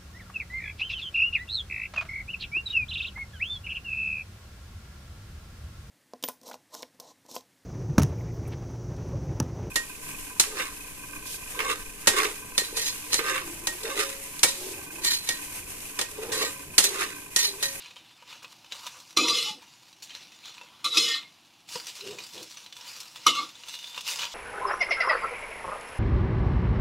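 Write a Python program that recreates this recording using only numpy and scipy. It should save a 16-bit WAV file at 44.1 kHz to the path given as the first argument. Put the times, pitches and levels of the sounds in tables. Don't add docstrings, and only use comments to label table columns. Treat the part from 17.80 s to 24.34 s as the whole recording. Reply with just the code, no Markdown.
import sys
import numpy as np
from scipy import signal
from scipy.fft import rfft, irfft, next_fast_len
from scipy.io import wavfile
from scipy.ndimage import uniform_filter1d, map_coordinates

SR = 44100
rng = np.random.default_rng(int(sys.argv[2]) if len(sys.argv) > 2 else 0)


def generate_wav(signal):
    frames = np.transpose(np.atleast_2d(signal))
    scaled = np.clip(frames, -1, 1) * 32767
    pcm = np.round(scaled).astype(np.int16)
    wavfile.write(sys.argv[1], SR, pcm)


N = 288414

# frequency_hz, level_db
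HUSH_SPECTRUM = [(15, -61), (25, -31), (123, -5), (291, -7.5), (324, -4), (449, -21), (769, -8),
                 (1820, -18.5), (2660, -10), (5370, -18), (5820, -18), (7630, -29), (11200, -23.5),
                 (12000, -26), (12800, -32), (15800, -31)]
# peak_s, rise_s, fall_s, level_db
SOFT_PUSHES = [(3.961, .01, 0.01, -40.5), (4.279, .06, 0.12, -44.5), (4.575, 0.037, 0.08, -47)]
# pitch_hz, width_hz, level_db
BELLY_MODES = [(186, 21, -8), (330, 32, -8.5), (403, 30, -3), (494, 19, -20)]

# time_s, level_db, spray_db
SIMMER_CURVE = [(0, -59.5, -7), (.35, -62, -8), (.8, -61, -8), (1.3, -61, 0), (1.85, -57, -10),
                (2.2, -62.5, -6), (2.55, -56.5, -9.5), (3.0, -62, -10), (3.5, -59, -13), (3.86, -66, -8),
                (4.05, -49, -8), (4.5, -49, -3.5), (4.72, -51.5, -4.5), (4.9, -60, -7), (5.3, -54.5, -2.5),
                (5.75, -52, -10), (6.0, -48, -4.5), (6.36, -48, -12), (6.54, -48.5, -7)]
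# peak_s, rise_s, fall_s, level_db, hollow_db, spray_db
FLARE_UPS = [(.03, 0.079, 0.08, -46.5, -13, -30), (.166, 0.0065, 0.33, -54, -8.5, -32),
             (.514, 0.044, .07, -43.5, -9, -16.5), (.646, 0.026, 0.01, -52, 7, -15),
             (.73, 0.038, -0.19, -52.5, 0.5, -2), (0.926, .012, 0.01, -33.5, -10, -22),
             (.96, 0.046, 0.31, -46, -3.5, -6.5), (1.075, 0.026, 0, -45.5, 3, -12),
             (1.825, 0.0091, .015, -51, 0, -27), (2.23, 0.0062, 0.03, -44, -9.5, 1),
             (2.315, 0.044, 0.16, -45, -18, -19.5), (2.42, .03, .04, -47.5, -11, -15),
             (2.665, .06, .1, -44.5, -10.5, -15.5), (2.825, 0.12, 0.26, -54, -1.5, -30),
             (3.42, .03, 0.04, -48.5, -17, -39), (3.9, 0.014, 0.2, -44.5, -13, 0),
             (3.944, 0.035, 0.07, -36.5, -10, -6), (4.08, 0.017, 0.22, -45, -21, -5.5),
             (4.215, .015, -0.1, -47, -25, -8), (4.295, 0.032, 0, -41, -21, -12),
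             (4.389, 0.025, 0.06, -44.5, -3, -14), (4.575, .04, 0.05, -44.5, -8.5, -9),
             (4.785, 0.022, 0.1, -49.5, -6, -6), (4.968, 0.014, 0.37, -51, -1.5, -6),
             (5.09, .05, .14, -42, -12, -7), (5.205, .015, .04, -49.5, -9, -3),
             (5.36, 0.014, 0.5, -49.5, -6.5, -12), (5.89, 0.023, .04, -43.5, -11.5, -8),
             (5.951, 0.043, 0.02, -41, -15, -3.5), (6.05, 0.0082, 0, -40, -21, -19),
             (6.17, 0.02, .05, -45, -3, -25), (6.299, 0.038, 0.06, -29, -10, -3.5),
             (6.415, 0.057, 0.08, -35, -6.5, -17)]
# start_s, level_db, hollow_db, spray_db, ping_hz
OIL_SPITS = [(0.0593, -30.5, -14, -24, 2520), (0.1092, -32.5, -15, -30, 2520),
             (0.1653, -29.5, -12, -33, 3170), (0.4241, -40.5, 1.5, -20, 2980),
             (0.6293, -36, -18, -10, 2480), (0.6456, -27, -8.5, -35, 2560), (0.845, -36.5, -10, -22, 2600),
             (0.9218, -17, -35, -28, 3950), (1.033, -37, -14, -26, 3720), (1.067, -23.5, -12, -13, 3670),
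             (1.1877, -40, -24, -11, 6000), (1.307, -32.5, -26, -15, 3930),
             (1.8231, -36.5, -12, -29.5, 2420), (2.1284, -38, -28, -15, 3940),
             (2.2233, -30, -29, -12, 4440), (2.3054, -27.5, -34, -32, 3140),
             (2.5202, -36.5, -27, -18, 2580), (2.7809, -31.5, -13, -28, 2530), (2.813, -30, -7, -34, 2670),
             (3.8892, -29.5, -26, -13, 3540), (3.9564, -21, -6.5, -19, 5030),
             (4.0687, -24.5, -21, -8, 5810), (4.0842, -27, -26, -16.5, 3890), (4.2092, -26, -33, -19, 4040),
             (4.345, -33, -22, -27.5, 3480), (4.3864, -22, -19, -23, 2470), (4.4044, -27, -29, -28, 3930),
             (4.4665, -33.5, -27, -7, 3500), (4.5786, -27, -23, -18, 3380), (4.6284, -32.5, -17, -2, 5500),
             (4.7716, -26.5, -18, -24, 6020), (4.8623, -29, -12.5, -30, 4010),
             (4.9255, -26, -29, -23, 3480), (4.9666, -30, -16, -16, 3500), (5.0105, -29, -23, -25, 5460),
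             (5.2033, -26.5, -23, -7.5, 5210), (5.3592, -28, -13, -20, 3490),
             (5.691, -30.5, -27, -22.5, 3650), (5.8359, -28, -16, -33, 2900), (5.8845, -26, -19, -10, 3540),
             (5.9404, -24, -25, -31.5, 2840), (5.9898, -28.5, -26, -14, 2890),
             (6.0425, -24.5, -21.5, -32, 3500), (6.1454, -25.5, -15, -31, 3620),
             (6.1776, -20.5, -7.5, -25, 2780), (6.2083, -25, -30, -10, 3460), (6.3924, -18, -17, -20, 2970),
             (6.4183, -20.5, -15, -30, 3930), (6.4312, -16.5, -10, -37, 2510)]
# body_db, hollow_db, fizz_db, spray_db
SPIT_SENDS = [-17.5, -10.5, -12.5, -8.5]
# frequency_hz, level_db
SIZZLE_SPECTRUM = [(1000, -21.5), (1700, -10), (2330, -4.5), (2840, 1), (3270, -7), (3590, -3.5),
                   (4880, -4), (6270, -6), (10100, -10), (11000, -13), (11900, -7), (12900, -20),
                   (15800, -16)]
# frequency_hz, level_db
HOLLOW_SPECTRUM = [(350, -24.5), (520, -3.5), (680, -11.5), (950, -1.5), (1080, 1), (1250, -1), (1500, -5),
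                   (1900, -20), (2500, -31)]

# pitch_hz, base_width_hz, weight_db
WOK_MODES = [(306, 93, -15), (460, 62, -24), (642, 59, -35.5), (854, 34, -36), (955, 73, -28.5),
             (1158, 83, -15), (1225, 31, -28.5), (1348, 32, -21.5), (1857, 77, -38), (2100, 120, -30.5),
             (2486, 98, -36), (3015, 67, -22), (3367, 135, -22), (3553, 140, -18.5), (3707, 81, -27),
             (4030, 157, -14), (4760, 42, -19.5), (5150, 240, -16), (5740, 194, -18), (6100, 150, -23),
             (6870, 100, -23), (8250, 38, -24.5), (8870, 99, -22.5), (9950, 77, -25), (11300, 41, -30.5)]
# pitch_hz, width_hz
RIM_MODE = (172, 2.7)
# pitch_hz, width_hz, level_db
STAND_MODE = (133, 70, -15.5)
# time_s, level_db, low_db, middle_db, top_db
EDGE_SLIDES = [
    [(1.365, -29, -21, -19, -12), (1.373, -16.5, -23, -12, -5), (1.385, -27.5, -5.5, -5, -10),
     (1.465, -25, -7.5, -11, -17), (1.501, -22.5, -12.5, -17, -9.5), (1.515, -28.5, -4.5, -8, -13),
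     (1.569, -26, -24.5, -19, -9), (1.699, -32, -16.5, -16.5, -15), (1.79, -58, 8, -18, -10)],
    [(3.043, -26, -35, -1.5, -2), (3.051, -25.5, -14.5, -6.5, -10), (3.103, -40.5, -3.5, -17, -9),
     (3.143, -25.5, -38, -7, -16), (3.175, -23, -9, -4.5, -15), (3.225, -24.5, -18, -33.5, -9.5),
     (3.359, -27.5, -29, -11.5, -30), (3.46, -58.5, -1, -15, -50)],
    [(5.466, -15.5, -27, -3.5, -18), (5.494, -22, -11, -17, -22), (5.536, -37.5, -5, -5, -18),
     (5.554, -30.5, -16, -15, -26), (5.59, -28.5, -14, 1.5, -37), (5.64, -39.5, -8, 0, -16),
     (5.668, -48, -4, 1, -6), (5.7, -54, -13, -7, -7)],
]
# start_s, strength_db, low_db, middle_db, top_db, contact_s
EDGE_BLOWS = [(1.3698, -6.5, -12, -3.5, -15, 0.0037), (1.4818, -11, -23, -28, -11, 0.005),
              (1.5334, -17, -15, -21, -27, 0.0047), (1.584, -15.5, -30, -9, -22, 0.0054),
              (1.6251, -17.5, -32, -28, -21, .0055), (3.046, -28.5, -30, -8, -12, 0.0027),
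              (3.0596, -12, -32, -16, -25, 0.0036), (3.0792, -22, -24, -17, -17, .0046),
              (3.1711, -4.5, -19.5, -16, -12, 0.01), (3.2839, -14, -24.5, -11.5, -24, 0.0092),
              (5.465, -5.5, -14.5, 5, -1, 0.0036), (5.551, -16.5, -28, -5, -27, 0.0072)]
# frequency_hz, level_db
RASP_SPECTRUM = [(59, -66), (100, -52), (469, -13.5), (673, -38), (1170, -4.5), (1670, -17), (2110, -6),
                 (4070, 0), (4530, -4), (8000, -14.5), (11500, -21.5), (15800, -30)]
# frequency_hz, level_db
GRIT_SPECTRUM = [(6500, -38), (8000, -2), (10500, -1.5), (13000, -7), (14800, -10), (15800, -7)]
# peak_s, rise_s, fall_s, pitch_hz, level_db
WOK_TONES = [(1.372, .004, .011, 5880, -29), (1.374, 0.0046, 0.017, 4018, -29),
             (1.377, 0.0074, .05, 2390, -29.5), (1.392, 0.0097, 0.0092, 1238, -29.5),
             (1.414, .037, .039, 2558, -31.5), (1.424, 0.039, 0.035, 6907, -37),
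             (1.442, 0.061, .044, 325, -38), (1.445, .012, 0.02, 4058, -30.5),
             (1.449, 0.069, .25, 471, -45), (1.489, .024, 0.029, 5850, -33.5),
             (1.496, 0.0092, 0.015, 4015, -22.5), (1.509, 0.0083, .028, 4813, -30.5),
             (1.518, 0.018, .009, 1162, -32), (1.537, .017, .037, 5098, -33),
             (1.541, .012, .048, 3240, -40), (1.58, 0.073, 0.028, 4143, -32),
             (1.586, 0.0076, 0.022, 2920, -31), (1.659, .009, 0.055, 2950, -37),
             (1.459, .022, 0.055, 958, -41.5), (1.689, 0.034, 0.052, 848, -43.5),
             (1.712, 0.0066, 0.0073, 179, -46), (3.053, .004, 0.0069, 3560, -27.5),
             (3.06, 0.0048, 0.035, 1176, -36.5), (3.17, .017, .025, 4920, -31),
             (3.063, .015, 0.021, 3934, -28), (3.135, 0.04, 0.017, 3920, -32.5),
             (3.175, .006, 0.0062, 2520, -22), (3.18, 0.01, 0.0073, 3750, -21),
             (3.183, 0.0051, .011, 5160, -20), (3.185, 0.0064, 0.0071, 347, -27.5),
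             (3.188, 0.012, 0.049, 4165, -27.5), (3.233, .014, 0.023, 5090, -29),
             (3.259, 0.12, .07, 464, -44.5), (3.282, 0.073, 0.073, 2968, -32),
             (3.285, 0.044, 0.092, 3330, -35.5), (3.3, 0.064, 0.032, 6840, -43.5),
             (3.3, .05, 0.052, 5070, -38.5), (3.322, 0.033, 0.087, 2095, -44),
             (3.338, 0.064, 0.039, 1839, -38.5), (3.357, .072, .041, 4092, -38.5),
             (3.452, 0.012, 0.029, 2130, -54), (3.961, .005, .009, 496, -41),
             (4.285, 0.06, 0.049, 398, -41.5), (5.532, .027, .017, 1165, -37.5),
             (5.56, .023, 0.021, 6300, -41.5), (5.473, 0.0068, 0.0058, 1246, -16),
             (5.475, 0.0085, .016, 2140, -30), (5.477, 0.011, 0.02, 2993, -20),
             (5.48, .01, 0.024, 3736, -27.5), (5.561, .078, 0.026, 2780, -37),
             (5.59, .022, 0.026, 2180, -37), (5.591, 0.028, 0.027, 1154, -31.5),
             (5.95, 0.072, 0.09, 2895, -51), (6.1, .2, 0.1, 3564, -51)]

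# frequency_hz, side_db
STEREO_WIDTH = [(3000, -94), (7000, -53.5), (11800, -21), (12600, -5), (15000, -10)]
# frequency_hz, gain_db
BASS_ROLL_OFF = [(40, -4.5), (110, -1), (11000, 0), (11900, -0.5), (12600, 0)]
# frequency_hz, gain_db
SIZZLE_BANDS = [[(3900, 0), (4400, -3), (5400, -30)],
                [(3400, -30), (4400, -3), (4900, 0), (6500, 0), (7500, -3), (9500, -30)],
                [(5500, -30), (7500, -3), (8500, 0)]]
MODE_SPLITS = [750, 1600, 4400, 7500]

FIZZ_DB, FIZZ_FOLLOWS = 2, 0.49
HIGH_DB, HIGH_FOLLOWS = 1.9, 0.36


def amp(db):
    return 10 ** (np.asarray(db) / 20)


def unit(x):
    return x / np.sqrt(np.mean(x ** 2) + 1e-20)


def automation(curves):
    rows = np.concatenate(curves)
    t = np.arange(N) / SR
    lanes = [np.interp(t, rows[:, 0], column) for column in rows.T[1:]]
    inside = sum((t >= curve[0][0]) & (t <= curve[-1][0]) for curve in curves)
    return uniform_filter1d(1. 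* inside, size=80), lanes


def swell_db(peak_s, rise_s, fall_s, shape):
    t = np.arange(N) / SR - peak_s
    return -10 * abs(t / np.where(t < 0, max(rise_s, 1e-3), max(fall_s, 1e-3))) ** shape


def burst(start_s, samples):
    first = round(start_s * SR)
    at = slice(first, min(N, first + samples))
    return at, np.arange(at.stop - at.start) / SR


def wobble(rate_hz):
    steps = np.arange(0, N + 32, 32)
    knots = rng.standard_normal(int(N * rate_hz / SR) + 5)
    return np.interp(np.arange(N), steps, map_coordinates(knots, [steps * rate_hz / SR]))


def eq(x, points):
    size = next_fast_len(N + 8192)
    hz, db = np.transpose(points)
    gain_db = np.interp(np.log(np.fft.rfftfreq(size, 1 / SR) + 1), np.log(hz + 1), db)
    return irfft(rfft(x, size) * amp(gain_db), size)[:N]


def patchy_noise(depth_db):
    spectrum = signal.stft(rng.standard_normal(N), nperseg=256)[2]
    patches = uniform_filter1d(rng.standard_normal(spectrum.shape), size=3, axis=0)
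    patches = uniform_filter1d(patches, size=12, axis=1)
    return unit(signal.istft(spectrum * amp(depth_db * unit(patches)), nperseg=256)[1][:N])


def grains(per_s, spread_db):
    ticks = (rng.random(N) < per_s / SR) * rng.standard_normal(N)
    return unit(ticks * amp(spread_db * rng.standard_normal(N)))


def mode(x, hz, width_hz):
    r = np.exp(-np.pi * max(width_hz, 4) / SR)
    ring = signal.lfilter([1, 0, -1], [1, -2 * r * np.cos(2 * np.pi * hz / SR), r * r], x)
    return np.sqrt(1 - r * r) * ring / (np.sqrt(2) * r)


def steep_mode(x, hz, width_hz):
    return mode(mode(x, hz, width_hz), hz, width_hz) * np.sqrt(2 * np.pi * width_hz / SR)


def kitchen_hush(level_db=-61):
    return amp(level_db + wobble(5.27)) * unit(eq(rng.standard_normal(N), HUSH_SPECTRUM))


def kitchen_reverb(x, t60_s=0.18):
    t = np.arange(SR // 3) / SR
    tail = rng.standard_normal(len(t)) * amp(-60 * t / t60_s) * (t > .004)
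    return signal.fftconvolve(x, tail / np.linalg.norm(tail))[:N]


def wok_belly(x):
    return sum(amp(db) * np.sqrt(width) * mode(x, hz, max(width, 35)) for hz, width, db in BELLY_MODES)


def pushes():
    level = sum(amp(db + swell_db(peak, rise, fall, shape=2.15)) for peak, rise, fall, db in SOFT_PUSHES)
    rubbing = amp(2.4 * wobble(45)) * rng.standard_normal(N)
    return wok_belly(level * rubbing) / wok_belly(rubbing).std()


def frying_bands_db(hollow_db, spray_db):
    fizz_db = FIZZ_DB + FIZZ_FOLLOWS * spray_db
    return np.reshape(np.broadcast_arrays(0, hollow_db, fizz_db, spray_db), (4, -1))


def bubbles(spurts_per_s=40, spurt_decay_s=0.0059):
    _, (simmer_db, simmer_spray_db) = automation([SIMMER_CURVE])
    power = amp(2 * (simmer_db + frying_bands_db(hollow_db=-9.5, spray_db=simmer_spray_db)))
    for peak, rise, fall, db, hollow_db, spray_db in FLARE_UPS:
        flare_db = db + swell_db(peak, rise, fall, shape=1.46)
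        power += amp(2 * flare_db) * amp(2 * frying_bands_db(hollow_db, spray_db))
    kicks = (rng.random(N) < spurts_per_s / SR) * 1.33 * rng.random(N)
    spurts = 1 + signal.lfilter([1], [1, -np.exp(-1 / (spurt_decay_s * SR))], kicks)
    flicker = amp(1.22 * wobble(30) - 7)
    crackle = unit(patchy_noise(depth_db=2.87) + .5 * grains(per_s=1200, spread_db=5.9))
    return spurts * flicker * crackle * np.sqrt(power)


def spits(t60_s=0.048, ping_db=-11):
    splashes, pings = np.zeros((4, N)), np.zeros(N)
    for start, db, hollow_db, spray_db, hz in OIL_SPITS:
        at, t = burst(start, samples=4000)
        fade = amp(-60 * t / t60_s) * (1 - np.exp(-t / 0.00033))
        click = 3 * np.exp(-t / 0.000073)
        sends = amp(db + np.c_[SPIT_SENDS] + frying_bands_db(hollow_db, spray_db))
        splashes[:, at] += sends * (fade * rng.standard_normal(len(t)) + click)
        pings[at] += amp(db + ping_db) * fade * np.sin(2 * np.pi * hz * t)
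    return splashes, pings


def frying():
    bubbling = bubbles()
    splashes, pings = spits()
    body, hollow, fizz, spray = bubbling + splashes
    white = rng.standard_normal(N)
    tinted = eq(white, SIZZLE_SPECTRUM)
    bands = sum(eq(x, band) / eq(tinted, band).std() for x, band in zip([body, fizz, spray], SIZZLE_BANDS))
    bowl = eq(hollow, HOLLOW_SPECTRUM) / eq(white, HOLLOW_SPECTRUM).std()
    bowl += amp(-7) * steep_mode(hollow, hz=943, width_hz=160)
    steel = np.zeros(N)
    for hz, width, db in WOK_MODES:
        if 2300 < hz < 7500:
            drive = (fizz if hz > 4400 else body) * amp(8.1 * np.tanh(wobble(6.1)))
            steel += amp(0.53 * db) * mode(drive, hz, 0.73 * width)
    return eq(bands, SIZZLE_SPECTRUM) + bowl + amp(-5) * steel + pings


def wok_tones():
    sound = np.zeros(N)
    flutter, drift = amp(2.5 * wobble(110)), .9 * wobble(70)
    for peak, rise, fall, hz, db in WOK_TONES:
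        at, t = burst(peak - .25, samples=SR // 2)
        envelope = np.sqrt(2) * amp(db + swell_db(peak, rise, fall, shape=3.03)[at])
        offset = rng.integers(N - SR)
        own = slice(offset, offset + len(t))
        sound[at] += envelope * flutter[own] * np.sin(2 * np.pi * hz * t + drift[own])
    return sound


def mode_sends(low_db, middle_db, top_db):
    high_db = HIGH_DB + HIGH_FOLLOWS * top_db
    return amp(np.broadcast_arrays(low_db, middle_db, 0, high_db, top_db)).reshape(5, -1)


def slides():
    touch, (level_db, low_db, middle_db, top_db) = automation(EDGE_SLIDES)
    pressure = touch * amp(level_db + 0.61 * wobble(40))
    friction = unit(patchy_noise(depth_db=0.5) + 0.5 * grains(per_s=1500, spread_db=4))
    return pressure * friction * mode_sends(low_db, middle_db, top_db)


def blows(rim_db=-34):
    hits, knocks = np.zeros((5, N)), np.zeros(N)
    for start, db, low_db, middle_db, top_db, contact_s in EDGE_BLOWS:
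        at, t = burst(start, samples=2000)
        envelope = amp(db - 4) * np.exp(-t / contact_s) * (1 - np.exp(-t / 0.00043))
        hits[:, at] += mode_sends(low_db, middle_db, top_db) * envelope * rng.standard_normal(len(t))
        knocks[at] += amp(db + rim_db) * np.exp(-t / 0.0005)
    return hits, knocks


def wok_ring(drive):
    pitches_hz, _, weights_db = np.transpose(WOK_MODES)
    groups = np.searchsorted(MODE_SPLITS, pitches_hz)
    power = amp(2 * weights_db)
    shares = np.sqrt(power / np.bincount(groups, power)[groups])
    ring = np.zeros(N)
    for (hz, width, _), group, share in zip(WOK_MODES, groups, shares):
        coupling = amp(3.5 * np.tanh(wobble(26)))
        ring += share * steep_mode(drive[group] * coupling, hz, 2 * width)
    return ring


def steel_shimmer(x, count=110, t60_s=0.06):
    t = np.arange(SR // 8) / SR
    hz = rng.uniform(1492, 15500, (count, 1))
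    gains = amp(4 * rng.standard_normal((count, 1)))
    ring = (gains * np.sin(2 * np.pi * hz * t)).sum(axis=0) * amp(-60 * t / t60_s)
    return signal.fftconvolve(x, ring / np.linalg.norm(ring))[:N]


def spatula():
    friction = slides()
    hits, knocks = blows()
    low, middle, centre, high, top = friction + hits
    top *= amp(-5)
    stand_hz, stand_width_hz, stand_db = STAND_MODE
    stand = amp(stand_db) * steep_mode(low, stand_hz, stand_width_hz)
    ring = wok_ring([low, middle, centre, high, top]) + mode(knocks, *RIM_MODE) + stand
    rasp = eq(centre + high, RASP_SPECTRUM) / eq(rng.standard_normal(N), RASP_SPECTRUM).std()
    grit = eq(top, GRIT_SPECTRUM)
    return amp(-6) * ring + amp(-25.5) * rasp + amp(-13.5) * steel_shimmer(rasp) + grit


def scene():
    wok = spatula() + wok_tones() + frying() + pushes()
    mid = wok + kitchen_hush() + amp(-9) * kitchen_reverb(wok)
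    scatter = rng.standard_normal(600)
    side = eq(signal.fftconvolve(mid, scatter / np.linalg.norm(scatter), "same"), STEREO_WIDTH)
    return np.array([mid + side, mid - side])


def record(dry):
    ceiling, cutoff_hz = .72, 15850
    high_cut = [(cutoff_hz - 60, 0), (cutoff_hz + 60, -60), (cutoff_hz + 700, -70)]
    rounded = dry / (1 + abs(dry / ceiling) ** 4) ** .25
    return np.array([eq(eq(channel, BASS_ROLL_OFF), high_cut) for channel in rounded])


dry = scene()
out = record(dry)
generate_wav(out)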